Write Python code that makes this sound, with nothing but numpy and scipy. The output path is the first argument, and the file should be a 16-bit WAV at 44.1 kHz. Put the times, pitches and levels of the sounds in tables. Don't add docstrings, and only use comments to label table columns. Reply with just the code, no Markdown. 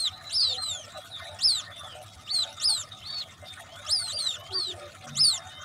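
import sys
import numpy as np
from scipy import signal
from scipy.fft import rfft, irfft
from scipy.io import wavfile
from scipy.ndimage import uniform_filter1d

SR = 44100
rng = np.random.default_rng(int(sys.argv[2]) if len(sys.argv) > 2 else 0)


def wav_record(signal):
    frames = np.transpose(np.atleast_2d(signal))
    bounded = np.clip(frames, -1, 1)
    quanta = np.round(bounded * 32767).astype(np.int16)
    wavfile.write(sys.argv[1], SR, quanta)


N = 248724
TIME = np.arange(N) / SR
DROP_S = 0.028
CLEAR_BEFORE_S, CLEAR_AFTER_S = 0.014, 0.035


def undb(db):
    return 10 ** (np.asarray(db) / 20)


def unit(x):
    return x / np.sqrt(np.mean(x ** 2) + 1e-20)


def walk(rate):
    spectrum = rfft(rng.standard_normal(N)) * np.exp(-(np.fft.rfftfreq(N, 1 / SR) / rate) ** 2)
    return unit(irfft(spectrum, N))


def gate(t, start, end, edge):
    return np.sin(np.pi / 2 * np.clip(np.minimum(t - start, end - t) / edge, 0, 1)) ** 2


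def arch(t, start, end):
    return np.sin(np.pi * np.clip((t - start) / (end - start), 0, 1))


def bump(t, centre, width):
    return np.exp(-((t - centre) / width) ** 2)


def span(start, end):
    i = np.arange(max(int(start * SR), 0), min(int(end * SR), N))
    return i, TIME[i]


def noise_band(hz, width):
    b, a = signal.iirpeak(hz, hz / width, fs=SR)
    return unit(signal.lfilter(b, a, signal.lfilter(b, a, rng.standard_normal(N))))


def air(rumble_db=-59, hiss_db=-73):
    # (frequency [Hz], relative level [dB])
    rumble_shape = [(18, -50), (30, -66), (97, 6.5), (389, -11), (667, -15), (962, -9.5), (1240, -13.5),
                    (3000, -48), (3900, -53), (6600, -120)]
    hz, db = np.transpose(rumble_shape)
    f = np.fft.rfftfreq(N, 1 / SR) + 1
    colour = undb(np.interp(np.log(f), np.log(hz), db)) / (1 + (f / 3500) ** 4)
    hiss = undb(hiss_db) * rng.standard_normal(N)
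    rumble = unit(irfft(rfft(rng.standard_normal(N)) * colour, N))
    return undb(rumble_db) * rumble + hiss


def hum(throb_db=-56, steady_db=-64, noise_db=-62):
    beat = (1 + np.cos(2 * np.pi * 8.2 * TIME + .3 * walk(2))) ** 2
    throb = unit(beat * undb(3 * walk(7)) * np.sin(2 * np.pi * 92 * TIME + 1.5 * walk(7)))
    steady = np.sqrt(2) * np.sin(2 * np.pi * 101 * TIME + 0.89 * walk(5.1))
    return undb(throb_db) * throb + undb(steady_db) * steady + undb(noise_db) * noise_band(92.6, 158)


def lull():
    # (time [s], half width [s], depth [dB])
    dips = [(2.15, .1, 1), (2.88, 0.026, 2.5), (3.372, 0.057, 6.5)]
    return undb(-sum(db * bump(TIME, time, width) for time, width, db in dips))


def swell(start, length, edge_s=0.0084):
    return gate(TIME, start - edge_s, start + length + edge_s, 1.29 * edge_s)


def din(low_db=-57, high_db=-54, restless_db=3.5, low_swell_db=-1, high_swell_db=-3):
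    # (pitch [Hz], base width [Hz], relative level [dB])
    low_bands = [(499, 39, -7.5), (598.3, 37, 4.5), (676.6, 20, 3), (749.5, 19, 5.5), (877, 15.6, 4)]
    high_bands = [(1077, 53, -4), (1233, 67, 4.5), (1337, 32, -1.5), (1455, 89, 2), (1715, 99, -5.5),
                  (1845, 73, -1.5), (1955, 35, -18.5), (2080, 15, -6)]
    # (start [s], length [s], relative level [dB], centre [Hz])
    low_swells = [(0.501, 0.044, -46, 577), (0.572, 0.032, -45, 660), (0.732, 0.065, -47.5, 750),
                  (0.783, 0.027, -47, 680), (0.948, 0.048, -45.5, 606), (1.225, 0.14, -44.5, 743),
                  (1.837, 0.04, -45, 795), (1.945, 0.092, -44, 663), (2.441, 0.067, -45, 696),
                  (2.692, 0.039, -43.5, 810), (3.426, 0.046, -46.5, 587), (3.599, 0.041, -47, 780),
                  (3.721, 0.037, -48, 627), (3.866, 0.054, -47, 677), (4.031, 0.03, -48, 800),
                  (4.131, 0.034, -45.5, 610), (4.417, 0.027, -46.5, 670), (4.498, 0.039, -46.5, 690),
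                  (4.739, 0.051, -45.5, 615), (4.793, 0.065, -50.5, 564), (5.037, 0.043, -45.5, 620),
                  (5.331, 0.082, -47.5, 783), (5.417, 0.079, -46, 800)]
    # (start [s], length [s], relative level [dB])
    high_swells = [(0.052, 0.038, -44.5), (0.582, 0.061, -42), (1.196, 0.043, -39.5), (1.555, 0.091, -45),
                   (1.66, 0.068, -43), (1.833, 0.072, -44.5), (2.375, 0.098, -46), (2.575, 0.071, -44),
                   (2.76, 0.054, -44.5), (3.575, 0.027, -39.5), (3.818, 0.038, -46), (4.003, 0.03, -41.5),
                   (4.072, 0.04, -44), (4.241, 0.043, -43.5), (4.342, 0.035, -42.5), (4.548, 0.026, -43.5),
                   (5.069, 0.04, -43.5), (5.283, 0.1, -44), (5.385, 0.044, -45), (5.46, 0.049, -51),
                   (5.606, 0.05, -40.5)]
    low, high = (undb(db + restless_db * walk(17.3)) * lull() for db in (low_db, high_db))
    centre_hz = 670 + 65 * walk(2.7)
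    for start, length, db, hz in low_swells:
        on = swell(start, length)
        low = np.maximum(low, undb(db + low_swell_db) * on)
        centre_hz = centre_hz + on * (hz - centre_hz)
    for start, length, db in high_swells:
        high = np.maximum(high, undb(db + high_swell_db) * swell(start, length))
    out = 0
    for bands, gain, focus_hz, reach_hz in ((low_bands, low, centre_hz, 170), (high_bands, high, 1300, 1500)):
        body = 0
        for hz, width, db in bands:
            flicker = undb(db + 5.5 * walk(12)) / (1 + ((hz - focus_hz) / reach_hz) ** 4)
            body += flicker * noise_band(hz, 1.6 * width)
        power = uniform_filter1d(body ** 2, size=2000)
        out += body / np.sqrt(power) * gain
    return out


def low_tones(sag=0.04):
    # (start [s], length [s], middle pitch [Hz], level [dB])
    tones = [(4.49, .14, 376, -44), (4.65, .14, 358, -49), (.46, .14, 510, -49), (.94, .07, 620, -44),
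             (4.79, .11, 355, -54), (4.535, .07, 1100, -45), (4.75, .18, 586, -47), (5.04, .27, 140, -45),
             (5.02, .2, 232, -53), (5.08, .25, 195, -55)]
    out, flicker, waver = np.zeros(N), walk(33), walk(53)
    for start, length, hz, db in tones:
        pitch = hz * np.interp(TIME, [start, start + length], [1 + sag, 1 - sag])
        phase = 2 * np.pi * np.cumsum(pitch) / SR + waver / 2
        fade = gate(TIME, start, start + length, length / 3)
        out += np.sqrt(2) * undb(db + 2 * flicker) * fade * np.sin(phase)
    return out


def rustle(shuffle_db=-53.5, chatter_db=-58):
    # (middle time [s], length [s], centre [Hz], level [dB])
    scratches = [(1.645, 0.082, 3980, -47.5), (2.037, 0.038, 10300, -54.5), (2.136, 0.034, 5360, -55.5),
                 (3.48, 0.069, 4600, -52.5), (5.034, 0.034, 3820, -51.5), (5.087, 0.043, 6000, -47.5)]
    out = 0
    for hz in np.geomspace(2100, 14500, num=22):
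        patches_db = 5.5 * walk(20)
        colour_db = -np.log2(hz / 2000) - 10 * (hz > 10500)
        out += undb(patches_db + colour_db) * noise_band(hz, hz / 10)
    crackle = undb(2.6 * walk(140))
    activity = undb(shuffle_db + 2 * walk(32)) * lull()
    out = unit(out * crackle) * activity
    grain = unit(undb(2 * walk(400)))
    for time, length, hz, db in scratches:
        fade = gate(TIME, time - length / 2, time + length / 2, length / 3)
        out += undb(db) * fade * grain * noise_band(hz, hz / 4)
    chatter = sum(noise_band(hz, 110) * undb(6 * walk(7)) for hz in (3350, 3650, 3800))
    return out + undb(chatter_db) * unit(chatter * activity)


def room(x, tail_db=-27, ring_s=0.25):
    # (delay [s], level [dB])
    echoes = [(.0023, -31), (.0061, -13), (0.0114, -11)]
    t = TIME[:SR // 2]
    tail = rng.standard_normal(len(t)) * undb(-60 * t / ring_s) * (t > .008)
    response = undb(tail_db) * tail / np.sqrt(np.sum(tail ** 2))
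    for delay, db in echoes:
        response[int(delay * SR)] += undb(db)
    return x + signal.fftconvolve(x, response)[:N]


def soft_calls(calls, hoarse, gain_db, ends_db=-6.5):
    out, jitter, catch = np.zeros(N), walk(224), walk(20)
    for start, length, first_hz, last_hz, arch_hz, loudest, db in calls:
        end = start + length
        i, t = span(start, end)
        hz = np.interp(t, [start, end], [first_hz, last_hz]) + arch_hz * arch(t, start, end)
        phase = 2 * np.pi * np.cumsum(hz) / SR + hoarse * jitter[i]
        fade_db = np.interp(t, [start, start + length * loudest, end], [ends_db, 0, ends_db])
        size = np.sqrt(2) * gate(t, start, end, 0.0067) * undb(db + fade_db)
        out[i] += size * undb(7.4 * hoarse * catch[i]) * np.sin(phase)
    return undb(gain_db) * out


def peep_pitch(t, times, pitches, rest_hz=2480, half_step_s=0.0086):
    start, peak, step, end = times
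    top_hz, end_hz, step_hz, climb_hz, sag_hz = pitches
    hz = np.interp(t, [start, peak, end, end + DROP_S],
                   [rest_hz, top_hz, end_hz + step_hz, rest_hz + step_hz])
    hz += climb_hz * arch(t, start, peak) + sag_hz * arch(t, peak, end)
    hz -= step_hz * (1 + np.tanh((t - step) / half_step_s)) / 2
    return uniform_filter1d(hz, size=570, mode="nearest")


def peep_levels(t, times, levels, hz, onset_db=-49.5, cutoff_db=-63, pure_s=0.019):
    # (frequency [Hz], gain [dB])
    throat = [(4500, 5), (6000, -4), (7300, 3.5), (8200, -0.5), (9000, 6), (9700, -0.5), (10500, 1)]
    start, peak, _, end = times
    peak_db, mid_db, end_db, climb_octave_db, sag_octave_db = levels
    climb = np.interp(t, [start, peak], [1, 0])
    sag = np.interp(t, [peak, end], [0, 1])
    drop = np.interp(t, [end, end + DROP_S], [0, 1])
    whistle_db = np.interp(t, [peak, (peak + end) / 2, end], [peak_db, mid_db, end_db])
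    whistle_db += (onset_db - peak_db) * climb ** 0.95 + (cutoff_db - end_db) * drop ** 2.1
    octave_db = np.interp(t, [peak, peak + CLEAR_AFTER_S], [climb_octave_db, sag_octave_db])
    octave_db += np.interp(2 * hz, *np.transpose(throat))
    octave_db -= 6.5 * climb + 7.5 * sag + 3.5 * drop
    octave_db -= 8 * bump(t, peak + pure_s / 2, pure_s)
    fade = np.sqrt(2) * gate(t, start, end + DROP_S, 0.006)
    return fade * undb(whistle_db), fade * undb(octave_db)


def roughness(t, peak, rasp_db, early_db=-3, grow_s=0.095, half_pitch_db=-18):
    # (start [s], length [s], strength [dB])
    slips = [(.005, .025, -24), (2.33, .03, -24), (4.22, .11, -24)]
    early = (t > peak) * np.clip(1 - (t - peak - CLEAR_AFTER_S) / grow_s, 0, 1)
    clean = gate(t, peak - CLEAR_BEFORE_S, peak + CLEAR_AFTER_S, 0.0053)
    rasp = undb(rasp_db + early_db * early) * (1 - clean)
    slipping = sum(undb(db) * gate(t, start, start + length, 0.001) for start, length, db in slips)
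    return rasp, undb(half_pitch_db) * rasp + slipping


def peeps(flutter_hz=788, wobble_hz=30.75, third_db=-20, fourth_db=-42):
    # (start [s], peak [s], step down [s], end of sag [s],
    #   peak pitch [Hz], end pitch [Hz], step size [Hz], arch of climb [Hz], arch of sag [Hz],
    #   peak level [dB], midway level [dB], end level [dB],
    #   base octave level in climb [dB], base octave level in sag [dB], rasp [dB])
    calls = [(-0.124, -0.035, 0.054, 0.07, 4240.0, 3690.0, 140.0, -80.0, 180.0, -32.0, -30.0, -25.0, -45.0, -36.0, -27.0),
             (0.292, 0.359, 0.373, 0.546, 5440.0, 3540.0, 250.0, 210.0, -260.0, -24.0, -25.0, -37.0, -39.0, -45.0, -23.0),
             (0.302, 0.426, 0.443, 0.526, 5080.0, 4390.0, 610.0, 580.0, 90.0, -25.0, -33.0, -32.0, -58.0, -65.0, -18.0),
             (0.541, 0.59, 0.692, 0.828, 4190.0, 3060.0, 260.0, 380.0, 140.0, -31.0, -32.0, -50.0, -53.0, -38.0, -23.0),
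             (1.386, 1.449, 1.48, 1.595, 5430.0, 3550.0, 350.0, -260.0, -80.0, -19.0, -25.0, -36.0, -37.0, -34.0, -19.0),
             (2.269, 2.315, 2.349, 2.428, 4560.0, 3890.0, 130.0, -40.0, 50.0, -27.0, -25.0, -27.0, -56.0, -35.0, -23.0),
             (2.596, 2.658, 2.682, 2.816, 5260.0, 3550.0, 550.0, -250.0, 40.0, -20.0, -28.0, -43.0, -34.0, -32.0, -18.0),
             (3.015, 3.075, 3.205, 3.212, 4450.0, 4170.0, 210.0, 180.0, 40.0, -41.0, -35.0, -34.0, -66.0, -67.0, -22.0),
             (3.859, 3.93, 3.944, 4.107, 5320.0, 3950.0, 290.0, -300.0, -50.0, -21.0, -36.0, -37.0, -35.0, -37.0, -21.0),
             (4.064, 4.154, 4.269, 4.348, 4900.0, 3580.0, 0.0, 80.0, -190.0, -33.0, -31.0, -36.0, -45.0, -41.0, -24.0),
             (4.166, 4.208, 4.272, 4.305, 4340.0, 3720.0, 130.0, 10.0, -50.0, -33.0, -29.0, -33.0, -58.0, -40.0, -28.0),
             (4.504, 4.556, 4.642, 4.71, 4750.0, 3630.0, 110.0, 390.0, -30.0, -27.0, -31.0, -36.0, -54.0, -46.0, -19.0),
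             (5.147, 5.208, 5.239, 5.361, 5230.0, 3510.0, 480.0, -170.0, 260.0, -19.0, -21.0, -37.0, -34.0, -30.0, -23.0)]
    out = np.zeros(N)
    flutter = 2 * undb(1.5) * np.cos(2 * np.pi * flutter_hz * TIME + 2.3 * walk(80))
    wobble = wobble_hz * walk(23.2)
    shimmer, jitter = flutter + walk(900), .7 * walk(900)
    tremor, waver = walk(130), walk(110)
    overtone_flicker = undb(1.8 * walk(140) + .7 * walk(60))
    for row in calls:
        times, pitches, levels, rasp_db = row[:4], row[4:9], row[9:14], row[14]
        i, t = span(times[0], times[-1] + DROP_S)
        hz = peep_pitch(t, times, pitches) + wobble[i]
        whistle, octave = peep_levels(t, times, levels, hz)
        rasp, half_pitch = roughness(t, times[1], rasp_db)
        slack = 1 / (1 + (whistle / .035) ** 2)
        phase = 2 * np.pi * np.cumsum(hz) / SR + rasp * jitter[i] + .7 * slack * waver[i]
        passed = undb(-9 * (hz - 4000) / 1000).clip(0, 2)
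        upper = passed * (undb(third_db) * np.sin(3 * phase) + undb(fourth_db) * np.sin(4 * phase))
        voice = whistle * np.sin(phase) + octave * overtone_flicker[i] * (np.sin(2 * phase) + upper)
        voice += half_pitch * whistle * (np.sin(3 * phase / 2) + .4 * np.sin(5 * phase / 2))
        out[i] += (1 + rasp * shimmer[i]) * undb(1.9 * slack * tremor[i]) * voice
    return out


def scene():
    # (start [s], length [s], first pitch [Hz], last pitch [Hz], arch [Hz],
    #   loudest point [share of length], relative level [dB])
    cheep_calls = [(.1, 0.23, 3880, 3820, 186, 0.32, -44.5), (.9, 0.13, 3860, 3763, 127, 0, -43),
                   (1.1, 0.1, 4070, 3260, 2, 0.7, -35), (1.19, 0.1, 3630, 3920, -6, 0.7, -44),
                   (1.71, 0.24, 3410, 2850, 401.5, 0.26, -43.5), (2.45, 0.21, 3810, 3600, -46, 0.6, -41.5),
                   (2.915, 0.079, 3756, 3410, 48, 0.05, -40.5), (3.05, .22, 3534, 3184, 373.5, 0.17, -40.5),
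                   (3.44, 0.096, 3750, 3640, -63, 0.5, -45.5)]
    whistle_calls = [(3.68, 0.19, 2870, 4050, -17.5, 0.56, -54), (4.36, 0.18, 2903, 3380, -72, 0.96, -51.5),
                     (5.38, 0.33, 3680, 3700, -20, 0.5, -51.5), (5.5, 0.22, 2970, 3430, -56, 0.4, -52)]
    cheeps = room(soft_calls(cheep_calls, hoarse=.7, gain_db=-5), tail_db=-6)
    whistles = soft_calls(whistle_calls, hoarse=.12, gain_db=3)
    chicks = room(peeps() + whistles) + cheeps
    return (chicks + rustle() + hum() + din() + low_tones() + air())[None]


def record(dry):
    return signal.sosfilt(signal.ellip(10, .1, 80, 15700, fs=SR, output="sos"), dry)


dry = scene()
out = record(dry)
wav_record(out)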